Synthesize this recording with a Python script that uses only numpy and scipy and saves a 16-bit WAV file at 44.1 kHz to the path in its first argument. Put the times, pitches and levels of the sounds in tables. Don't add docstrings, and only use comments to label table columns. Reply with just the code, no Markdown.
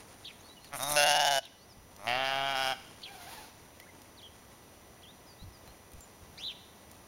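import sys
import numpy as np
from scipy import signal
from scipy.fft import rfft, irfft, next_fast_len
from scipy.io import wavfile
from scipy.ndimage import uniform_filter1d, map_coordinates

SR = 44100
rng = np.random.default_rng(int(sys.argv[2]) if len(sys.argv) > 2 else 0)


def int16_out(signal):
    q = np.round(np.clip(np.atleast_2d(signal).T, -1, 1) * 32767)
    wavfile.write(sys.argv[1], SR, q.astype(np.int16))


N = 311787
TOP_HZ = 15820


def amp(db):
    return 10 ** (np.asarray(db) / 20)


def unit(x):
    return x / np.sqrt(np.mean(x ** 2) + 1e-20)


def along(points, hz):
    f, v = np.transpose(points)
    return np.interp(np.log(hz + 1), np.log(f), v)


def curves(rows, t):
    s, *cols = np.transpose(rows)
    return [np.interp(t, s, c) for c in cols]


def wobble(rate_hz, size):
    knots = rng.standard_normal(int(size * rate_hz / SR) + 4)
    return map_coordinates(knots, [np.arange(size) * rate_hz / SR])


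def filtered(x, response):
    m = next_fast_len(len(x) + 8192)
    spectrum = rfft(x, m) * response(np.fft.rfftfreq(m, 1 / SR))
    return irfft(spectrum, m)[:len(x)]


def noise(spectrum, size):
    return unit(filtered(rng.standard_normal(size), lambda hz: amp(along(spectrum, hz))))


def causal(db):
    cepstrum = irfft(np.log(amp(db)))
    half = cepstrum.shape[-1] // 2
    cepstrum[:, 1:half] *= 2
    cepstrum[:, half + 1:] = 0
    return np.exp(rfft(cepstrum))


def add(track, s, sound):
    room = track[int(s * SR):][:len(sound)]
    room += sound[:len(room)]


# (frequency [Hz], time to fall 60 dB [s])
FIELD_DECAY = [(200, 0.69), (800, 0.46), (3000, 0.81), (5500, 0.89), (10000, 0.063)]


def outdoors(x, wet_db):
    hz, t, z = signal.stft(rng.standard_normal(SR), SR, nperseg=256)
    decay = amp(-60 * t / along(FIELD_DECAY, hz)[:, None])
    tail = signal.istft(z * decay, SR, nperseg=256)[1]
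    tail = tail / np.linalg.norm(tail)
    return x + amp(wet_db) * signal.fftconvolve(x, tail)[:N]


LIPS_S, FADE_DB_PER_S = 0.0095, 954


def opening(times, jaw, shut, wide):
    start, parts, stop = times
    narrow_hz, wide_hz, drop_s = jaw
    t = np.arange(start - .025, stop + .022, 1 / SR)
    swing = np.sin(np.pi / 2 * np.maximum(t - parts, 0) / drop_s)
    jaw_hz = narrow_hz + (wide_hz - narrow_hz) * swing
    mouth = np.interp(t, [parts - LIPS_S / 2, parts + LIPS_S / 2], [shut, wide])
    return t, jaw_hz, np.clip(mouth, 0, 1)


def fade(t, times):
    return FADE_DB_PER_S * np.abs(t - np.clip(t, times[0], times[2]))


def push(t, times, bands):
    since = t - times[1]
    parted = np.clip(since / LIPS_S + .5, 0, 1)
    levels = []
    for hum_db, swell, open_db, sag in bands:
        hum = (1 - parted) * (hum_db + swell * since)
        baa = parted * (open_db - sag * since)
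        levels.append(hum + baa - fade(t, times))
    return levels


def catches(t, rows, width_s, lead_s):
    def bump(s):
        return np.exp(-((t - s) / width_s) ** 2)

    leap_hz = sum(hz * bump(s) for s, hz, db in rows)
    dip_db = sum(db * bump(s - lead_s) for s, hz, db in rows)
    return leap_hz, dip_db


# (frequency [Hz], level [dB])
CLOSED_LIPS = [(140, -35.5), (300, -38), (430, -64), (600, -27), (850, -29.5), (1200, -36), (1550, -59),
               (2100, -50), (2900, -67.5), (4600, -56), (6100, -40), (7000, -55.5), (10500, -43),
               (15500, -57)]
# (frequency [Hz], weight [ratio])
BREATHY = [(300, .1), (900, .1), (3000, .35), (6000, 1.2), (11000, 2.2)]


def bleat(t, pitch, jaw, mouth, effort, formants, lift, slope, nose, roughness, size=2048):
    jitter, shimmer_db, open_rough, closed_rough, puff_s = roughness
    cycles = np.cumsum(pitch) / SR
    at = np.interp(np.arange(1, int(cycles[-1])), cycles, t)
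    period = np.gradient(at)
    jaw, mouth = [np.interp(at, t, c)[:, None] for c in (jaw, mouth)]
    chance = rng.standard_normal((len(at), 3))
    at = at + np.cumsum(jitter * period * chance[:, 0])
    hz = np.fft.rfftfreq(size, 1 / SR)

    def peak(centre, half_width_hz):
        return 1 / (1 + ((hz - centre) / half_width_hz) ** 2)

    least_width_hz, lifted_above_hz = 135, 2500
    lifted = 1 + lift * (at - at.mean())[:, None]
    vowel = along(slope, hz)
    for f, half_width_hz, db, follow in formants:
        centre = f * (jaw / formants[0][0]) ** follow * (lifted if f > lifted_above_hz else 1)
        vowel = vowel + db * peak(centre, max(half_width_hz, least_width_hz))
    hum = along(CLOSED_LIPS, hz)
    for s, half_length_s, f, half_width_hz, db in nose:
        hum = hum + db * np.exp(-((at[:, None] - s) / half_length_s) ** 4) * peak(f, half_width_hz)

    drift = uniform_filter1d(rng.standard_normal(vowel.shape), size=12, axis=0)
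    drift = unit(uniform_filter1d(drift, size=14, axis=1))
    drift_db = drift * along([(700, .4), (2000, 1.3), (5000, 1.8)], hz)
    shape = mouth * vowel + (1 - mouth) * hum + drift_db

    levels = np.transpose([np.interp(at, t, db) for db in effort]) + shimmer_db * chance[:, 1:2]
    levels[:, 2] += 2 * shimmer_db * chance[:, 2]
    power = []
    for lo, hi in [(400, 1200), (1200, 4200), (4200, 15000)]:
        band = amp(shape)[:, (hz > lo) & (hz < hi)]
        power.append(2 * np.sum(band ** 2, axis=1) / (size * period * SR))
    gains = levels - 10 * np.log10(np.transpose(power))
    knees_hz = [1000, 1400, 3500, 5000]
    shape = shape + [np.interp(hz, knees_hz, np.repeat(g, 2)[1:-1]) for g in gains]

    late_s = .0003 * hz / TOP_HZ
    subsample_s = (at * SR % 1)[:, None] / SR
    snap = -np.exp(-2j * np.pi * hz * (subsample_s + late_s))
    puff_decay = np.exp(-np.arange(size) / SR / puff_s)
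    puff = rfft(rng.standard_normal((len(at), size)) * puff_decay)
    puff = puff / np.sqrt(np.mean(np.abs(puff) ** 2))
    share = (mouth * open_rough + (1 - mouth) * closed_rough) * along(BREATHY, hz)
    share = np.minimum(share, 1)
    source = np.sqrt(1 - share) * snap + np.sqrt(share) * puff

    voice = np.zeros(N)
    lead = 64
    for s, ring in zip(at, irfft(source * causal(shape))):
        add(voice, s - lead / SR, np.roll(ring, lead))
    return voice


# (time [s], pitch [Hz])
NEAR_PITCH = [(.72, 141.9), (.75, 140), (.78, 109), (.825, 135.6), (.9, 148.3), (1.03, 144.7),
              (1.12, 146.2), (1.33, 139.5), (1.41, 131.6)]
# (time [s], pitch leap [Hz], rasp dip [dB])
NEAR_CATCHES = [(1.069, 43.7, 14), (1.161, 48, 8), (1.204, 10.2, 16), (1.255, 28, 8), (1.315, 3.1, 15)]
# (voice starts [s], lips part [s], voice stops [s])
NEAR_TIMES = (.734, 0.96, 1.3832)
# (as the lips part [Hz], at the widest [Hz], time to get there [s])
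NEAR_JAW = (566, 776, 0.26)
# (hum as lips part [dB], swell [dB/s], open as lips part [dB], sag [dB/s])
NEAR_EFFORT = [(-36, 30.5, -22.5, 7.5), (-39, -1, -22, 14), (-37, 42, -26.5, 8)]
# (frequency [Hz], half width [Hz], level [dB], exponent of following the jaw)
NEAR_FORMANTS = [(720, 192, 20, 0.9), (1575, 174, 20.5, 0.3), (2110, 130, 4.5, 1), (2816, 118, 25, 0.12),
                 (3440, 95, 14.5, 0.06), (4400, 110, 6.5, 0.1), (5210, 280, 9.5, 0), (6250, 840, 14, 0)]
# (frequency [Hz], level [dB])
NEAR_SLOPE = [(140, -55), (300, -58.5), (440, -58.5), (600, -45.5), (900, -47.5), (1150, -61.5),
              (1500, -56), (2500, -54), (4200, -54), (6800, -64.5), (10500, -59), (12500, -65.5),
              (15500, -68)]
# (time [s], half length [s], frequency [Hz], half width [Hz], level [dB])
NEAR_NOSE = [(0.848, 0.056, 3730, 100, 27), (0.916, 0.0067, 4000, 140, 19), (0.937, 0.034, 3630, 140, 21.5)]
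# (period jitter [ratio], shimmer [dB], air share open [ratio], air share closed [ratio], puff decay [s])
NEAR_ROUGH = (.0075, .65, .19, .45, .0055)
# (frequency [Hz], half width [Hz], level [dB], fading time [s])
NEAR_SIZZLE = (10200, 900, 7.9, 0.18)
# (time [s], half length [s], level [dB])
SNORTS = [(.775, 0.022, -41.5), (0.833, 0.0069, -32.5), (0.902, 0.013, -34), (0.922, 0.0047, -30.5)]
# (frequency [Hz], level [dB])
SNORT_AIR = [(1500, -6), (3800, -6), (5000, -12), (6200, -5), (9500, 5), (14000, -2), (15500, -11)]
NEAR_LIFT_PER_S = .17
FALTER_S, FALTER_LENGTH_S, FALTER_DB = .779, 0.013, 16


def near_sheep():
    t, jaw, mouth = opening(NEAR_TIMES, NEAR_JAW, shut=0.083, wide=0.85)
    leap_hz, dip_db = catches(t, NEAR_CATCHES, width_s=.0081, lead_s=0.018)
    falter_db = FALTER_DB * np.exp(-((t - FALTER_S) / FALTER_LENGTH_S) ** 2)
    throat, ring, rasp = push(t, NEAR_TIMES, NEAR_EFFORT) - falter_db
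    rasp = rasp - dip_db - fade(t, NEAR_TIMES)
    effort = [throat, ring - 0.18 * dip_db, rasp]
    pitch = curves(NEAR_PITCH, t)[0] + leap_hz
    voice = bleat(t, pitch, jaw, mouth, effort, NEAR_FORMANTS, NEAR_LIFT_PER_S, NEAR_SLOPE,
                  NEAR_NOSE, NEAR_ROUGH)

    sizzle_hz, half_width_hz, sizzle_db, fading_s = NEAR_SIZZLE
    clock = np.arange(N) / SR
    since = clock - NEAR_TIMES[1]
    flare = amp(sizzle_db * (since > 0) * np.exp(-(since / fading_s) ** 2)) - 1
    sizzle = filtered(voice, lambda hz: np.exp(-((hz - sizzle_hz) / half_width_hz) ** 2))
    voice = voice + flare * sizzle

    puffs = sum(amp(db) * np.exp(-((clock - s) / length) ** 2) for s, length, db in SNORTS)
    return outdoors(voice + puffs * noise(SNORT_AIR, N), wet_db=-27)


# (time [s], pitch [Hz])
DEEP_PITCH = [(2.03, 100.3), (2.072, 115.8), (2.084, 117.9), (2.198, 132.3), (2.374, 136.1), (2.482, 137.5),
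              (2.534, 136.1), (2.566, 130.4), (2.592, 133.6), (2.636, 133.4), (2.664, 130.5),
              (2.706, 134.2), (2.735, 124.6)]
# (voice starts [s], lips part [s], voice stops [s])
DEEP_TIMES = (1.99, 2.068, 2.725)
# (as the lips part [Hz], at the widest [Hz], time to get there [s])
DEEP_JAW = (698, 751, 0.5)
# (hum as lips part [dB], swell [dB/s], open as lips part [dB], sag [dB/s])
DEEP_EFFORT = [(-41.5, 184, -32.5, 3.5), (-44.5, 110, -32.5, 5)]
# (time [s], level [dB])
DEEP_RASP = [(2.01, -63), (2.088, -45.5), (2.2, -54.5), (2.268, -46.5), (2.43, -53.5), (2.522, -47.5),
             (2.536, -55), (2.558, -44), (2.678, -41), (2.725, -47)]
# (frequency [Hz], half width [Hz], level [dB], exponent of following the jaw)
DEEP_FORMANTS = [(763, 108, 30.5, 0.73), (1440, 150, 16, -3.1), (2315, 120, 14.5, 0.24),
                 (2830, 60, 22, 0.17), (3200, 120, 21, 0.17), (5070, 590, 24, 0.55)]
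# (frequency [Hz], level [dB])
DEEP_SLOPE = [(135, -52), (270, -53), (410, -44.5), (550, -56.5), (950, -54), (1230, -54.5), (1800, -62.5),
              (2600, -63.5), (3700, -60.5), (4300, -67), (6200, -66), (10500, -68.5), (15500, -72)]
# (period jitter [ratio], shimmer [dB], air share open [ratio], air share closed [ratio], puff decay [s])
DEEP_ROUGH = (.0016, .4, .115, .55, .011)
DEEP_LIFT_PER_S = 0.047


def deep_sheep():
    t, jaw, mouth = opening(DEEP_TIMES, DEEP_JAW, shut=.02, wide=0.66)
    throat, ring = push(t, DEEP_TIMES, DEEP_EFFORT)
    rasp, = curves(DEEP_RASP, t)
    ring = ring + 0.19 * (rasp - np.median(rasp))
    effort = [throat, ring, rasp - fade(t, DEEP_TIMES) - .3]
    pitch, = curves(DEEP_PITCH, t)
    voice = bleat(t, pitch, jaw, mouth, effort, DEEP_FORMANTS, DEEP_LIFT_PER_S, DEEP_SLOPE,
                  [], DEEP_ROUGH)
    return outdoors(voice, wet_db=-16)


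# (time [s], pitch [Hz])
FAR_PITCH = [(3.04, 751), (3.12, 820), (3.18, 714), (3.26, 698.4), (3.3, 867), (3.345, 934), (3.38, 866),
             (3.5, 630)]
# (starts [s], full [s], wanes [s], gone [s]); the quaver peaks at "full"
FAR_TIMES = (3.0, 3.272, 3.35, 3.56)
# (frequency [Hz], level [dB])
HOARSE = [(290, -20), (500, -13), (883, -7.5), (1210, -15), (1560, -14.5), (2920, -15), (3720, -13.5),
          (7160, -20), (7910, -27), (9790, -16), (15000, -21)]
FAR_QUAVER_HZ, FAR_QUAVER_DB = 17.6, 4


def far_call():
    t = np.arange(N) / SR
    pitch = curves(FAR_PITCH, t)[0] * (1 + 0.0306 * wobble(220, N))
    phase = 2 * np.pi * np.cumsum(pitch) / SR
    ragged_db = 3.5
    tone = np.zeros(N)
    for k, level_db in enumerate([4.5, -5, -5.5, -14, -14], 1):
        tone += amp(level_db + ragged_db * wobble(60, N)) * np.sin(k * phase)
    swell = np.interp(t, FAR_TIMES, [0, 1, 1, 0])
    voiced = np.interp(t, [3.04, 3.09, 3.39, 3.49], [0, 1, 1, 0])
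    quaver_db = FAR_QUAVER_DB * np.cos(2 * np.pi * FAR_QUAVER_HZ * (t - FAR_TIMES[1]))
    hoarse = unit(amp(2.1 * wobble(45, N)) * noise(HOARSE, N))
    call = amp(quaver_db - 52.5) * voiced * unit(tone) + amp(-50) * swell * hoarse
    return outdoors(call, wet_db=-8.5)


# (time of top [s], rise [s], fall [s], top pitch [Hz], end pitch [Hz], level [dB], roughness [about 0-1])
CHIRPS = [(.256, 0.019, 0.064, 4225, 2234, -47.5, 1.02), (1.44, 0.022, 0.046, 4210, 2606, -49, 1),
          (3.036, .018, 0.061, 4180, 2280, -47, 0.91), (4.234, .02, 0.054, 3355, 3010, -53.5, 0.42),
          (5.038, .018, 0.026, 3450, 2600, -57, 0.42), (6.466, 0.091, .06, 4090, 2600, -41, 0.66)]
# (place in the arch [-1 start, 0 top, 1 end], level [dB])
CHIRP_SWELL = [(-0.89, -5), (-0.6, -8), (-0.11, 0.5), (0.57, 0), (1, -1)]
# (frequency [Hz], level [dB])
BEAK = [(1500, -3), (2500, -4.5), (3800, 2), (4800, -2.5), (6300, -13), (7600, -25), (12000, -30)]
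CHIRP_CLIMB = .52
CHIRP_RISE_CURVE, CHIRP_FALL_CURVE = 1.4, 1.15


def chirps():
    song = np.zeros(N)
    for s, rise, fall, top_hz, end_hz, db, rough in CHIRPS:
        t = np.arange(-rise, fall, 1 / SR)
        u = np.where(t < 0, t / rise, t / fall)
        climb_hz = CHIRP_CLIMB * top_hz * np.abs(u) ** CHIRP_RISE_CURVE
        drop_hz = (top_hz - end_hz) * np.abs(u) ** CHIRP_FALL_CURVE
        arch = top_hz - np.where(t < 0, climb_hz, drop_hz)
        overtones = amp(np.interp(u, [-.5, .3], [2, -14]))
        note = np.zeros(len(t))
        for ratio, gain in [(1, 1), (1 - .18 * rough, rough)]:
            hz = ratio * arch * (1 + .09 * rough ** 2 * wobble(600, len(t)))
            phase = 2 * np.pi * np.cumsum(hz) / SR
            for k in (1, 2, 3):
                beak_gain = amp(along(BEAK, k * ratio * arch))
                note += gain * (overtones if k > 1 else 1) * beak_gain * np.sin(k * phase)
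        strokes = amp(3.5 * rough ** 2 * wobble(250, len(t)))
        swell = amp(curves(CHIRP_SWELL, u)[0]) * np.sqrt(np.abs(1 - u ** 4))
        add(song, s - rise, amp(db) * unit(note * strokes * swell))
    return outdoors(song, wet_db=-16.0)


# (time [s], length [s], start pitch [Hz], end pitch [Hz], level before the swell [dB])
WHISTLES = [(.399, .022, 6000, 7200, -60), (.427, 0.079, 4280, 4520, -61), (0.481, 0.062, 3830, 3990, -57),
            (0.564, 0.028, 3000, 2830, -55.5), (.606, .07, 4180, 4350, -61),
            (0.648, 0.042, 5100, 3400, -59), (1.58, .08, 4000, 5000, -62),
            (1.683, 0.057, 6040, 4450, -58.5), (3.798, .055, 1890, 2250, -58.5),
            (3.853, 0.035, 1235, 2250, -60), (3.878, .032, 2250, 1950, -57),
            (4.168, .047, 4920, 2840, -55.5), (5.05, .074, 2960, 4100, -56.5),
            (5.256, .089, 5300, 4400, -60.5), (5.384, .062, 3620, 4440, -58.5),
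            (5.523, 0.059, 5400, 4500, -62), (5.665, .061, 4040, 4300, -64), (5.994, 0.06, 7740, 6880, -54)]


def whistles():
    song = np.zeros(N)
    for s, length, start_hz, end_hz, db in WHISTLES:
        u = np.linspace(0, 1, int(length * SR))
        glide_hz = start_hz * (end_hz / start_hz) ** u * (1 + .012 * wobble(300, len(u)))
        tone = unit(np.sin(2 * np.pi * np.cumsum(glide_hz) / SR))
        swell = np.abs(np.sin(np.pi * u)) ** .8
        add(song, s, amp(db) * tone * swell)
    return outdoors(song, wet_db=-14)


# (time [s], peak level before a 7 dB lift [dB])
THUDS = [(1.77, -50.5), (1.83, -61), (5.418, -48), (5.469, -53.5), (5.678, -56), (5.929, -50.5),
         (6.22, -54.5)]


def hooves():
    steps, t = np.zeros(N), np.arange(SR // 5) / SR
    thud_spectrum = [(25, -6), (60, 4.5), (130, -6.0), (300, -22.5), (1500, -62)]
    for s, db in THUDS:
        decay = amp(-60 * t / 0.31)
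        onset = 1 - np.exp(-t / 0.0018)
        thud = noise(thud_spectrum, len(t)) * decay * onset
        add(steps, s, amp(db + 7) * thud / np.abs(thud).max())
    return steps


# (time [s], peak level [dB], pitch [Hz])
TICKS = [(0.645, -38.5, 2600), (1.454, -34.5, 9000), (1.964, -36.5, 6200), (3.8, -34, 2100),
         (4.018, -40, 5900), (5.676, -40, 1600), (5.918, -41, 10000), (5.934, -40, 9900),
         (6.0075, -36.5, 9700), (6.914, -37, 10200)]


def stalks():
    snaps, t = np.zeros(N), np.arange(SR // 5) / SR
    for s, db, hz in TICKS:
        tick = noise([(hz / 6, -12), (hz, 0), (hz * 3, -10)], len(t)) * amp(-60 * t / .02)
        add(snaps, s, amp(db) * tick / np.abs(tick).max())
    return snaps


# (time [s], level [dB])
GRASS = [(0, -56), (.2, -60), (.5, -62.5), (1.7, -68), (2.9, -59), (3.7, -62.5), (5.2, -68.5), (5.9, -65),
         (6.3, -65.5), (7.07, -65)]


def grass():
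    grass_db, = curves(GRASS, np.arange(N) / SR)
    crackle = amp(2.5 * wobble(25, N) + 3 * wobble(500, N))
    hiss = noise([(800, 19), (3000, 11), (6000, 10.5), (10500, 12), (15500, -32)], N)
    return amp(grass_db) * unit(crackle * hiss)


# (frequency [Hz], level [dB])
AIR = [(15, -47), (25, -15), (55, -4.5), (88, -1), (139, -6), (200, -5), (350, -7), (1020, -10.5),
       (1400, -17), (1920, -18), (3610, -21.5), (6800, -25), (10000, -23), (15500, -25.5)]
AIR_DB = -55.65


def open_air():
    return amp(AIR_DB + 0.48 * wobble(6.7, N)) * noise(AIR, N)


# (frequency [Hz], level [dB])
WHINE = [(5890, -71), (9880, -74), (1970, -75)]


def whine():
    t = np.arange(N) / SR
    tones = np.zeros(N)
    for hz, db in WHINE:
        tones += amp(db) * unit(np.sin(2 * np.pi * hz * t + 0.38 * wobble(30, N)))
    return tones


def gain_control(x, threshold_db, depth_db, release_s):
    loud = uniform_filter1d(x ** 2, SR // 50) > amp(threshold_db) ** 2
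    t = np.arange(N) / SR
    since = t - np.maximum.accumulate(np.where(loud, t, -np.inf))
    pull = uniform_filter1d(np.exp(-since / release_s), SR // 100)
    return x * amp(-depth_db * pull)


def scene():
    sheep = near_sheep() + deep_sheep() + far_call()
    birds = chirps() + whistles()
    ground = hooves() + stalks() + grass()
    return (sheep + birds + ground + open_air())[None]


# (frequency [Hz], half width [Hz], level [dB])
NOTCHES = [(7880, 380, -20), (11900, 250, -12)]


def record(dry):
    ridden = gain_control(dry[0], threshold_db=-22.5, depth_db=5, release_s=0.4)

    def dulling(hz):
        return amp(sum(db * np.exp(-((hz - f) / w) ** 2) for f, w, db in NOTCHES))

    coloured = filtered(ridden, dulling)
    return filtered(coloured + whine(), lambda hz: hz < TOP_HZ)[None]


dry = scene()
out = record(dry)
int16_out(out)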